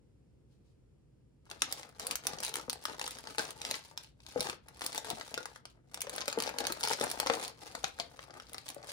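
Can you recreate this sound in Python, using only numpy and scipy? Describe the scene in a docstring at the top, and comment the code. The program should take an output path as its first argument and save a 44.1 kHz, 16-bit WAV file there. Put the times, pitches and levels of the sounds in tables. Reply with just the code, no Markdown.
"""Thin plastic wrappers crackle as a hand rummages through them in a shallow tray.
Creases in the film buckle: a few give loud snaps, thousands of small ones make a dense crackle.
Packets knock the tray and make it ring. A sleeve rustles faintly before the hand starts.
A stereo microphone hears it from close by, in a small room with short echoes and humming ventilation."""
import sys
import numpy as np
from scipy import signal
from scipy.fft import rfft, irfft, next_fast_len
from scipy.io import wavfile
from scipy.ndimage import map_coordinates

SR = 44100
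rng = np.random.default_rng(int(sys.argv[2]) if len(sys.argv) > 2 else 0)


def digitize_waveform(pressure):
    """Quantize a signal to 16-bit integers and store it at the path in sys.argv[1].

    Rows of a 2-D input are taken as channels; values are limited to [-1, 1].
    """
    field = np.atleast_2d(pressure).T
    bounded = np.clip(field, -1, 1)
    quanta = np.round(bounded * 32767).astype(np.int16)
    wavfile.write(sys.argv[1], SR, quanta)


N = 393372

# The tone of the plastic film. Each row: frequency in Hz, level in dB.
FILM_TONE = [(530, -35.5), (900, -7.5), (1020, -13.5), (1620, -9.5), (1790, -13.5), (2100, -7),
             (2860, -6.5), (4610, -3.5), (8220, -10.5), (9890, -10.5), (12500, -22.5), (15400, -20),
             (16200, -36.5), (17000, -40.5)]
# How many seconds sooner the "hand" and the "air" are heard on the left.
LEFT_LEAD = {"hand": 0.000197, "air": .0004}


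def amp(db):
    """Turn decibels into a gain."""
    return 10 ** (np.asarray(db) / 20)


def unit(x):
    """Scale a sound to an average power of 1."""
    return x / np.sqrt(np.mean(x ** 2) + 1e-20)


def along(points, hz):
    """Read between (Hz, value) points on a log frequency axis."""
    f, v = np.transpose(points)
    return np.interp(np.log(hz + 1), np.log(f + 1), v)


def filtered(x, response):
    """Change each frequency's level and phase by response(hz)."""
    m = next_fast_len(N + SR // 2)
    return irfft(rfft(x, m) * response(np.fft.rfftfreq(m, 1 / SR)), m)[..., :N]


def lagged(hz, seconds):
    """A response that puts the left channel ahead of the right."""
    return np.exp(1j * np.pi * seconds * np.outer([1, -1], hz))


def wobble(rate):
    """A smooth curve through `rate` random points a second."""
    return map_coordinates(rng.standard_normal(int(N * rate / SR) + 4), [np.arange(N) * rate / SR])


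def placed(starts, sounds):
    """Add up short sounds, each at its start in seconds."""
    at = np.round(starts * SR).astype(int)[:, None] + np.arange(sounds.shape[1])
    return np.bincount(at.ravel(), sounds.ravel(), N + SR)[:N]


def ventilation(level_db=-64):
    """Steady hum and hiss, most alike on both sides in the bass."""
    # Each row: frequency in Hz, level in dB.
    tone = [(25, -21.5), (35, -20.5), (52, 2.5), (95, -5.5), (130, -1), (200, -11), (310, -12.5),
            (500, -17.5), (640, -28), (1100, -35.5), (2500, -40), (4500, -43), (10500, -46.5), (12000, -56),
            (17000, -65)]
    # Each row: frequency in Hz, how alike left and right are (-1 to 1).
    likeness = [(60, 0.88), (240, 0.65), (950, -0.59), (3770, 0.44), (15000, 0.35)]
    angle = lambda hz: np.arccos(np.clip(along(likeness, hz), -1, 1)) / 2
    split = lambda hz: amp(along(tone, hz)) * [np.cos(angle(hz)), np.sin(angle(hz))]
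    mid, side = filtered(rng.standard_normal((2, N)), split)
    pair = filtered(np.array([mid + side, mid - side]), lambda hz: lagged(hz, LEFT_LEAD["air"]))
    return amp(level_db + 0.33 * wobble(3.03)) * pair / np.std(mid)


def room_echo():
    """The room's answer to one click: the click, near echoes, then a fading tail."""
    # Echoes off the tray sides and a mirror. Each row: delay in seconds, level in dB.
    echoes = [(.0012, -8.5), (.0036, -7.5), (.008, -17.5)]
    # Each row: frequency in Hz, seconds to fade by 60 dB.
    fade_times = [(200, 0.21), (1400, 0.26), (3700, 0.25), (9700, 0.1)]
    hz, t, noise = signal.stft(rng.standard_normal((2, SR // 3)), SR, nperseg=256)
    tail = signal.istft(noise * amp(-60 * t / along(fade_times, hz)[:, None]), SR, nperseg=256)[1]
    out = np.pad(amp(-8.5) * tail / np.linalg.norm(tail[0]), ((0, 0), (SR // 250, 0)))
    out[:, 0] = 1
    for seconds, db in echoes:
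        delays = seconds * SR * (1 + .2 * rng.standard_normal(2))
        out[[0, 1], delays.astype(int).clip(1)] += amp(db)
    return out


def room(x, block=5000):
    """Each block of samples gets new echoes, as hand and microphone move."""
    out = np.zeros((2, N + SR))
    for at in range(0, N, block):
        echoed = signal.fftconvolve(x[:, at:at + block], room_echo(), axes=1)
        out[:, at:at + echoed.shape[1]] += echoed
    return out[:, :N]


def from_left(x):
    """The hand is nearer the left side: earlier there, and louder below the treble."""
    # Each row: frequency in Hz, left minus right in dB.
    balance = [(60, 1.5), (110, 8.5), (200, 4.5), (380, 3.5), (700, 12), (1290, 5), (2380, 2), (4400, 4),
               (8120, -3), (15000, -0.5)]
    gains = lambda hz: amp(np.outer([.5, -.5], along(balance, hz)))
    return filtered(x, lambda hz: gains(hz) * lagged(hz, LEFT_LEAD["hand"]))


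def sleeve():
    """Cloth brushes softly as the arm starts to move."""
    # Each row: time in seconds, level in dB.
    swell = [(.48, -100), (.52, -79.5), (.59, -95), (.63, -95), (.66, -84), (.72, -86), (.76, -100)]
    times, db = np.transpose(swell)
    cloth = unit(filtered(rng.standard_normal((2, N)), lambda hz: amp(along(FILM_TONE, hz))))
    return amp(np.interp(np.arange(N) / SR, times, db, left=-130, right=-130)) * cloth


def pushes(starts, db, rise):
    """Brief pushes, up or down at random, that peak after `rise` seconds."""
    t = np.arange(200) / SR
    sign = np.sign(rng.standard_normal((len(starts), 1)))
    return placed(starts, sign * amp(db)[:, None] * t / rise * np.exp(1 - t / rise))


def rings(starts, db, hz, fade, rise):
    """Hard plastic rings dully, dropping 60 dB in `fade` seconds."""
    t = np.arange(SR // 16) / SR
    ring = np.sin(2 * np.pi * hz[:, None] * t) * amp(-60 * t / fade) * (1 - np.exp(-t / rise))
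    return placed(starts, amp(db)[:, None] * ring)


def content_pitches(count, middle_hz):
    """Combs and brushes in the tray ring at a different pitch wherever they are touched."""
    return middle_hz * 2 ** (0.609 * rng.standard_normal(count))


def tray(f):
    """The filled tray shakes most easily near a few pitches."""
    # Each row: pitch in Hz, width in Hz, level in dB.
    resonances = [(142.6, 67, -14), (258, 73, -7), (473, 125, -1), (879, 87, -3), (1190, 243, -4.5),
                  (1944, 960, -7)]
    return sum((-1) ** k * amp(db) * 1j * f * width / (hz * hz - f * f + 1j * f * width)
               for k, (hz, width, db) in enumerate(resonances))


def knocks():
    """Packets hit the tray: it rings, with one pitch loudest for each spot struck."""
    # Each row: start in seconds, level in dB, loudest pitch in Hz.
    hits = [(1.619, -40, 864), (1.627, -36.5, 1320), (2.3, -41.5, 842), (2.68, -28, 486), (2.687, -37, 250),
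            (3.01, -46, 865), (3.381, -32, 853), (3.394, -26.5, 1590), (3.712, -35, 567),
            (4.36, -23.5, 480), (4.392, -33.5, 177), (5.131, -35.5, 210), (5.339, -37.5, 610),
            (5.376, -32.5, 380), (5.378, -30.5, 1420), (6.07, -38, 567), (6.178, -39, 623),
            (6.279, -30.5, 573), (6.375, -21.5, 470), (6.379, -32, 202), (6.582, -39, 807),
            (6.841, -30, 836), (6.909, -28.5, 887), (7.01, -25.5, 455), (7.025, -29, 870),
            (7.199, -33, 486), (7.23, -30.5, 840), (7.26, -31.5, 534), (7.298, -18, 453),
            (7.749, -36.5, 650), (7.775, -37.5, 480), (7.839, -30.5, 790), (7.997, -33, 682),
            (8.765, -37.5, 560)]
    starts, db, hz = np.transpose(hits)
    thuds = filtered(pushes(starts, db + 6.5, rise=0.00033), tray)
    return rings(starts, db, hz, fade=0.042, rise=0.0012) + thuds


def crease_clicks(treble_db, fade, spread, size=192):
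    """Each crease buckles with a dying burst of noise; tight creases are brighter."""
    t, hz = np.arange(size) / SR, np.fft.rfftfreq(size, 1 / SR) + 1
    noise = rng.standard_normal((len(treble_db), 2, size))
    burst = noise * amp(-60 * t / fade) * (1 - np.exp(-t / 0.00061)) ** 2
    brightness = amp((treble_db[:, None, None] + 9) / (1 + (7500 / hz) ** 8))  # acts above 7.5 kHz
    click = irfft(rfft(np.roll(burst, 16, axis=2)) * brightness * amp(along(FILM_TONE, hz)), size)
    click = 2.97 * click / np.linalg.norm(click, axis=2, keepdims=True)  # peak near 1
    mid, side = click[:, 0], spread * click[:, 1]
    return mid + side, mid - side


def crackle(count=4000):
    """Small creases give way in clumps as the hand moves, shaking tray and contents too."""
    # Each row: time in seconds, crackle level in dB, tray rumble level in dB.
    handling = [(1.42, -102, -92), (1.49, -65, -59), (1.57, -66, -59), (1.64, -53, -60), (1.72, -51.5, -52),
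                (1.79, -58, -63), (1.86, -66.5, -61.5), (1.94, -70, -68), (2.01, -58, -60.5),
                (2.09, -53, -49.5), (2.16, -55, -57.5), (2.23, -63, -60.5), (2.308, -46, -49.5),
                (2.38, -63, -54.5), (2.46, -37, -48), (2.53, -56, -55), (2.61, -52, -49.5),
                (2.68, -68, -68), (2.75, -63, -61), (2.83, -54, -58.5), (2.9, -50.5, -48), (2.98, -55, -56),
                (3.05, -50.5, -57), (3.12, -49.5, -59.5), (3.2, -60, -61), (3.27, -60, -57),
                (3.35, -55.5, -60), (3.42, -44.5, -48), (3.49, -58.5, -57), (3.57, -65, -62),
                (3.64, -58.5, -55.5), (3.72, -47, -52), (3.79, -53, -61), (3.86, -55.5, -67),
                (3.94, -76, -65.5), (4.01, -60.5, -67), (4.09, -71.5, -85), (4.16, -97.5, -85),
                (4.23, -69.5, -64), (4.31, -53, -64), (4.38, -58, -52), (4.46, -43, -48.5),
                (4.529, -59.5, -52), (4.61, -84, -98), (4.68, -70, -61), (4.75, -69.5, -73),
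                (4.83, -52, -48.5), (4.9, -49.5, -54.5), (4.98, -55, -54.5), (5.05, -46.5, -54.5),
                (5.12, -56.5, -47), (5.2, -49, -49), (5.27, -53.5, -57.5), (5.35, -66, -57),
                (5.42, -55.5, -61), (5.49, -66, -60.5), (5.57, -67, -75), (5.64, -90, -71),
                (5.72, -73.5, -82), (5.79, -99, -76), (5.86, -88, -80), (5.94, -65, -63), (6.01, -59, -58),
                (6.09, -63, -56), (6.16, -45.5, -53), (6.23, -56, -51), (6.31, -73, -63),
                (6.38, -54.5, -44.5), (6.46, -49, -44.5), (6.53, -65, -55), (6.61, -48, -45.5),
                (6.68, -51.5, -47), (6.75, -58.5, -49), (6.83, -54, -55), (6.9, -40, -44.5),
                (6.98, -46.5, -45.5), (7.05, -49, -40.5), (7.12, -47, -52), (7.2, -53, -47.5),
                (7.27, -46, -50.5), (7.35, -53, -44.5), (7.42, -43, -45.5), (7.49, -60.5, -55),
                (7.57, -73, -74), (7.641, -48, -54), (7.72, -60.5, -63), (7.79, -56.5, -62),
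                (7.86, -50, -56), (7.94, -71.5, -78), (8.01, -58, -57.5), (8.09, -75.5, -70),
                (8.16, -63, -63), (8.23, -61, -65.5), (8.31, -76, -57.5), (8.38, -64.5, -59.5),
                (8.46, -66.5, -69), (8.53, -68.5, -61), (8.61, -61, -66.5), (8.68, -60, -61),
                (8.75, -66.5, -62.5), (8.83, -63.5, -56.5), (8.92, -46.5, -59)]
    times, film_db, tray_db = np.transpose(handling)
    gain = lambda db: amp(np.interp(np.arange(N) / SR, times, db, left=-130))
    when, smallness, dullness = rng.random((count, 3)).T
    starts = times[0] + when * (times[-1] - times[0])
    clump_db = 4.2 * wobble(45)[(starts * SR).astype(int).clip(0, N - 1)]
    size_db = -3.2 * np.log(smallness + 0.0054) + clump_db
    clicks = crease_clicks(-17 * dullness, fade=0.0029, spread=0.92)
    film = unit(np.array([placed(starts, amp(size_db)[:, None] * side) for side in clicks]))
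    shakes, shake_db = starts[::4], size_db[::4] * 0.46  # every fourth crease
    rumble = unit(filtered(pushes(shakes, shake_db, rise=.00008), tray))
    rattle = unit(rings(shakes, shake_db, content_pitches(len(shakes), 536.94), fade=0.026, rise=0.00081))
    return gain(film_db) * film + gain(tray_db) * unit(rumble + 0.66 * rattle)


def snaps():
    """Loud creases snap and tap what they wrap, too lightly to stir the tray's deepest tones."""
    # Each row: start in seconds, then snap level, treble share and tap level, all in dB.
    creases = [(1.4539, -56, 0, -74), (1.5002, -35.5, -2, -52), (1.5129, -27.5, -10, -33),
               (1.6195, -10, -9.5, -31), (1.7244, -18, 0.5, -49), (1.7895, -43, -30, -56),
               (1.831, -32.5, -16, -55), (1.8912, -46.5, 4, -51), (1.9962, -25, -2, -33),
               (2.0681, -18.5, 5, -39), (2.1103, -17, -5, -40), (2.1551, -17.5, -2, -48),
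               (2.2685, -13, -1.5, -38), (2.3855, -28.5, -18.5, -50), (2.403, -26.5, -4, -55),
               (2.4335, -21.5, 0.5, -46), (2.4485, -19, -5, -41), (2.4645, -25, -4, -40),
               (2.48, -26.5, -14.5, -37), (2.5399, -21.5, -2, -50), (2.5555, -19, -1.5, -44),
               (2.5674, -26.5, -4, -31), (2.6969, -16.5, -3, -37), (2.7297, -23.5, 4.5, -33),
               (2.8386, -37, 5, -37), (2.8534, -18.5, -8.5, -26), (2.9949, -26.5, -4, -30),
               (3.0138, -21.5, -12.5, -26.5), (3.0413, -43, -8, -36), (3.0638, -26, -20, -40),
               (3.0773, -23.5, -4.5, -31), (3.108, -29, -1.5, -49), (3.186, -32.5, -4, -38),
               (3.272, -29.5, -12, -34), (3.3481, -40.5, -7, -34.5), (3.383, -17.5, -9.5, -20),
               (3.3932, -20, -17, -36), (3.452, -29, -13, -43), (3.506, -28, -0.5, -47),
               (3.6159, -24, -13, -52), (3.65, -20.5, -16, -39), (3.666, -30, -14.5, -51),
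               (3.7111, -16.5, -8.5, -51), (3.7414, -22.5, -21, -35), (3.888, -50.5, -29, -56),
               (3.9754, -23, -10, -64), (4.045, -40.5, -31, -63), (4.203, -46.5, -18, -57),
               (4.2645, -33.5, -12, -60), (4.396, -29, -13, -47), (4.4061, -15.5, -2, -41),
               (4.4272, -27.5, -5, -45), (4.4695, -27, -11, -28), (4.4974, -21.5, -10, -26),
               (4.6847, -38, -4, -41), (4.7936, -38, -7, -48), (4.809, -32.5, 0, -30),
               (4.8178, -27.5, -11, -24.5), (4.8456, -30, 2, -48), (4.863, -17.5, 5, -38),
               (4.921, -34.5, -8, -54), (4.9288, -28, -10, -34), (4.947, -27, -3, -31),
               (4.958, -29, -10, -43), (4.978, -19, -2.5, -29), (5.046, -32, -5, -31),
               (5.1016, -19.5, -2.5, -36), (5.111, -33, -19, -34), (5.198, -35, -7, -48),
               (5.211, -28.5, -16, -29.5), (5.279, -42, -15, -49), (5.3415, -21.5, -13, -48),
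               (5.3767, -24.5, -6, -27), (5.4294, -35, -12, -45), (5.4558, -26.5, -5, -33),
               (5.56, -40, -10, -38), (5.6536, -31.5, -12, -36), (5.9359, -45, -7, -49),
               (5.9436, -24, -1.5, -55), (5.974, -35, -12, -34), (6.006, -25, 0, -45),
               (6.0166, -18.5, 0, -56), (6.0691, -35, -12, -33), (6.0951, -25.5, -1, -32),
               (6.1385, -39, -13, -43), (6.1624, -26, 0, -40), (6.181, -24.5, -16, -26),
               (6.2061, -25.5, -11, -47), (6.2136, -23.5, -22, -41), (6.2192, -26.5, -23, -30.5),
               (6.2567, -31, -6, -46), (6.2747, -41, -11, -53), (6.2798, -17.5, -3, -25),
               (6.2852, -27, -11, -42), (6.2994, -26.5, -17, -34), (6.314, -35, -3, -43),
               (6.3271, -22, -12, -29), (6.387, -26, -6.5, -39), (6.402, -18.5, -7.5, -28),
               (6.4225, -20, -6, -40), (6.4363, -22.5, -13, -34), (6.4671, -26, -18, -37),
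               (6.4755, -24.5, -13, -42.5), (6.4915, -25, -11, -34), (6.5853, -17.5, -7, -50),
               (6.6046, -27, -21, -27.5), (6.6511, -23, -23, -30), (6.6685, -15.5, -2.5, -31),
               (6.7222, -19, 4, -45), (6.7951, -38, -3, -47), (6.8017, -33, 6, -51), (6.8086, -26, -7, -40),
               (6.8313, -20.5, -7.5, -35), (6.8359, -15.5, -11, -38), (6.8503, -20.5, -6.5, -36),
               (6.86, -27, -18, -33), (6.8736, -20, -10, -25), (6.8844, -20, -6, -35),
               (6.9126, -36, -10, -19.5), (6.933, -17.5, -14, -30), (6.9876, -39, -23, -37),
               (6.998, -27, -2, -35), (7.0115, -19, -6, -24), (7.039, -20, 3, -21.5),
               (7.0569, -34, -14, -41), (7.0923, -41, -10, -48), (7.1, -25, -1, -38),
               (7.114, -19.5, 3, -29), (7.2, -14, -1, -19.5), (7.2297, -36, -6, -31),
               (7.262, -24.5, -7, -25), (7.2702, -16.5, -25, -25), (7.2994, -21, -20, -11),
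               (7.3356, -22, -17, -45), (7.3972, -30, -6, -28), (7.4137, -45, -10, -41),
               (7.4278, -29, -16, -38), (7.4375, -34, -7, -34), (7.479, -26.5, -4, -36),
               (7.4953, -41, -28, -50), (7.632, -44, -13, -46), (7.7512, -25, -11, -29),
               (7.842, -14, -20, -33), (7.988, -38, -5, -34.5), (7.999, -18, -19, -33),
               (8.1917, -36, -21, -31.5), (8.3062, -38.5, -23, -51), (8.3396, -42.5, -9, -40.5),
               (8.3991, -33.5, -18, -38.5), (8.495, -40, -5, -58), (8.532, -30.5, 6, -55),
               (8.5449, -30.5, -5, -29.5), (8.5813, -27.5, -7, -39), (8.6819, -31, -6, -49),
               (8.688, -26, 0, -46), (8.7012, -30, -5, -47), (8.7455, -36.5, 8, -65),
               (8.8282, -39, -24, -45), (8.871, -38.5, 2, -45), (8.917, -36, -1, -40)]
    starts, db, treble_db, tap_db = np.transpose(creases)
    thin_tray = lambda hz: tray(hz) * 1j * hz / (700 + 1j * hz)
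    taps = filtered(pushes(starts, tap_db + 15.5, rise=.00004), thin_tray)
    taps += rings(starts, tap_db - 5, content_pitches(len(starts), 1183.5), fade=0.0097, rise=0.00033)
    clicks = crease_clicks(treble_db, fade=0.0033, spread=0.37)
    return np.array([placed(starts, amp(db)[:, None] * side) for side in clicks]) + taps


def scene():
    """The rummaging echoes in the room, over the ventilation."""
    return from_left(room(crackle() + snaps() + knocks() + sleeve())) + ventilation()


def record(dry, bass_hz=25, top_hz=16900):
    """The microphone drops the deepest bass; the recorder cuts the highest treble."""
    return filtered(dry, lambda hz: (hz < top_hz) * (1j * hz / (bass_hz + 1j * hz)) ** 2)


dry = scene()
out = record(dry)
digitize_waveform(out)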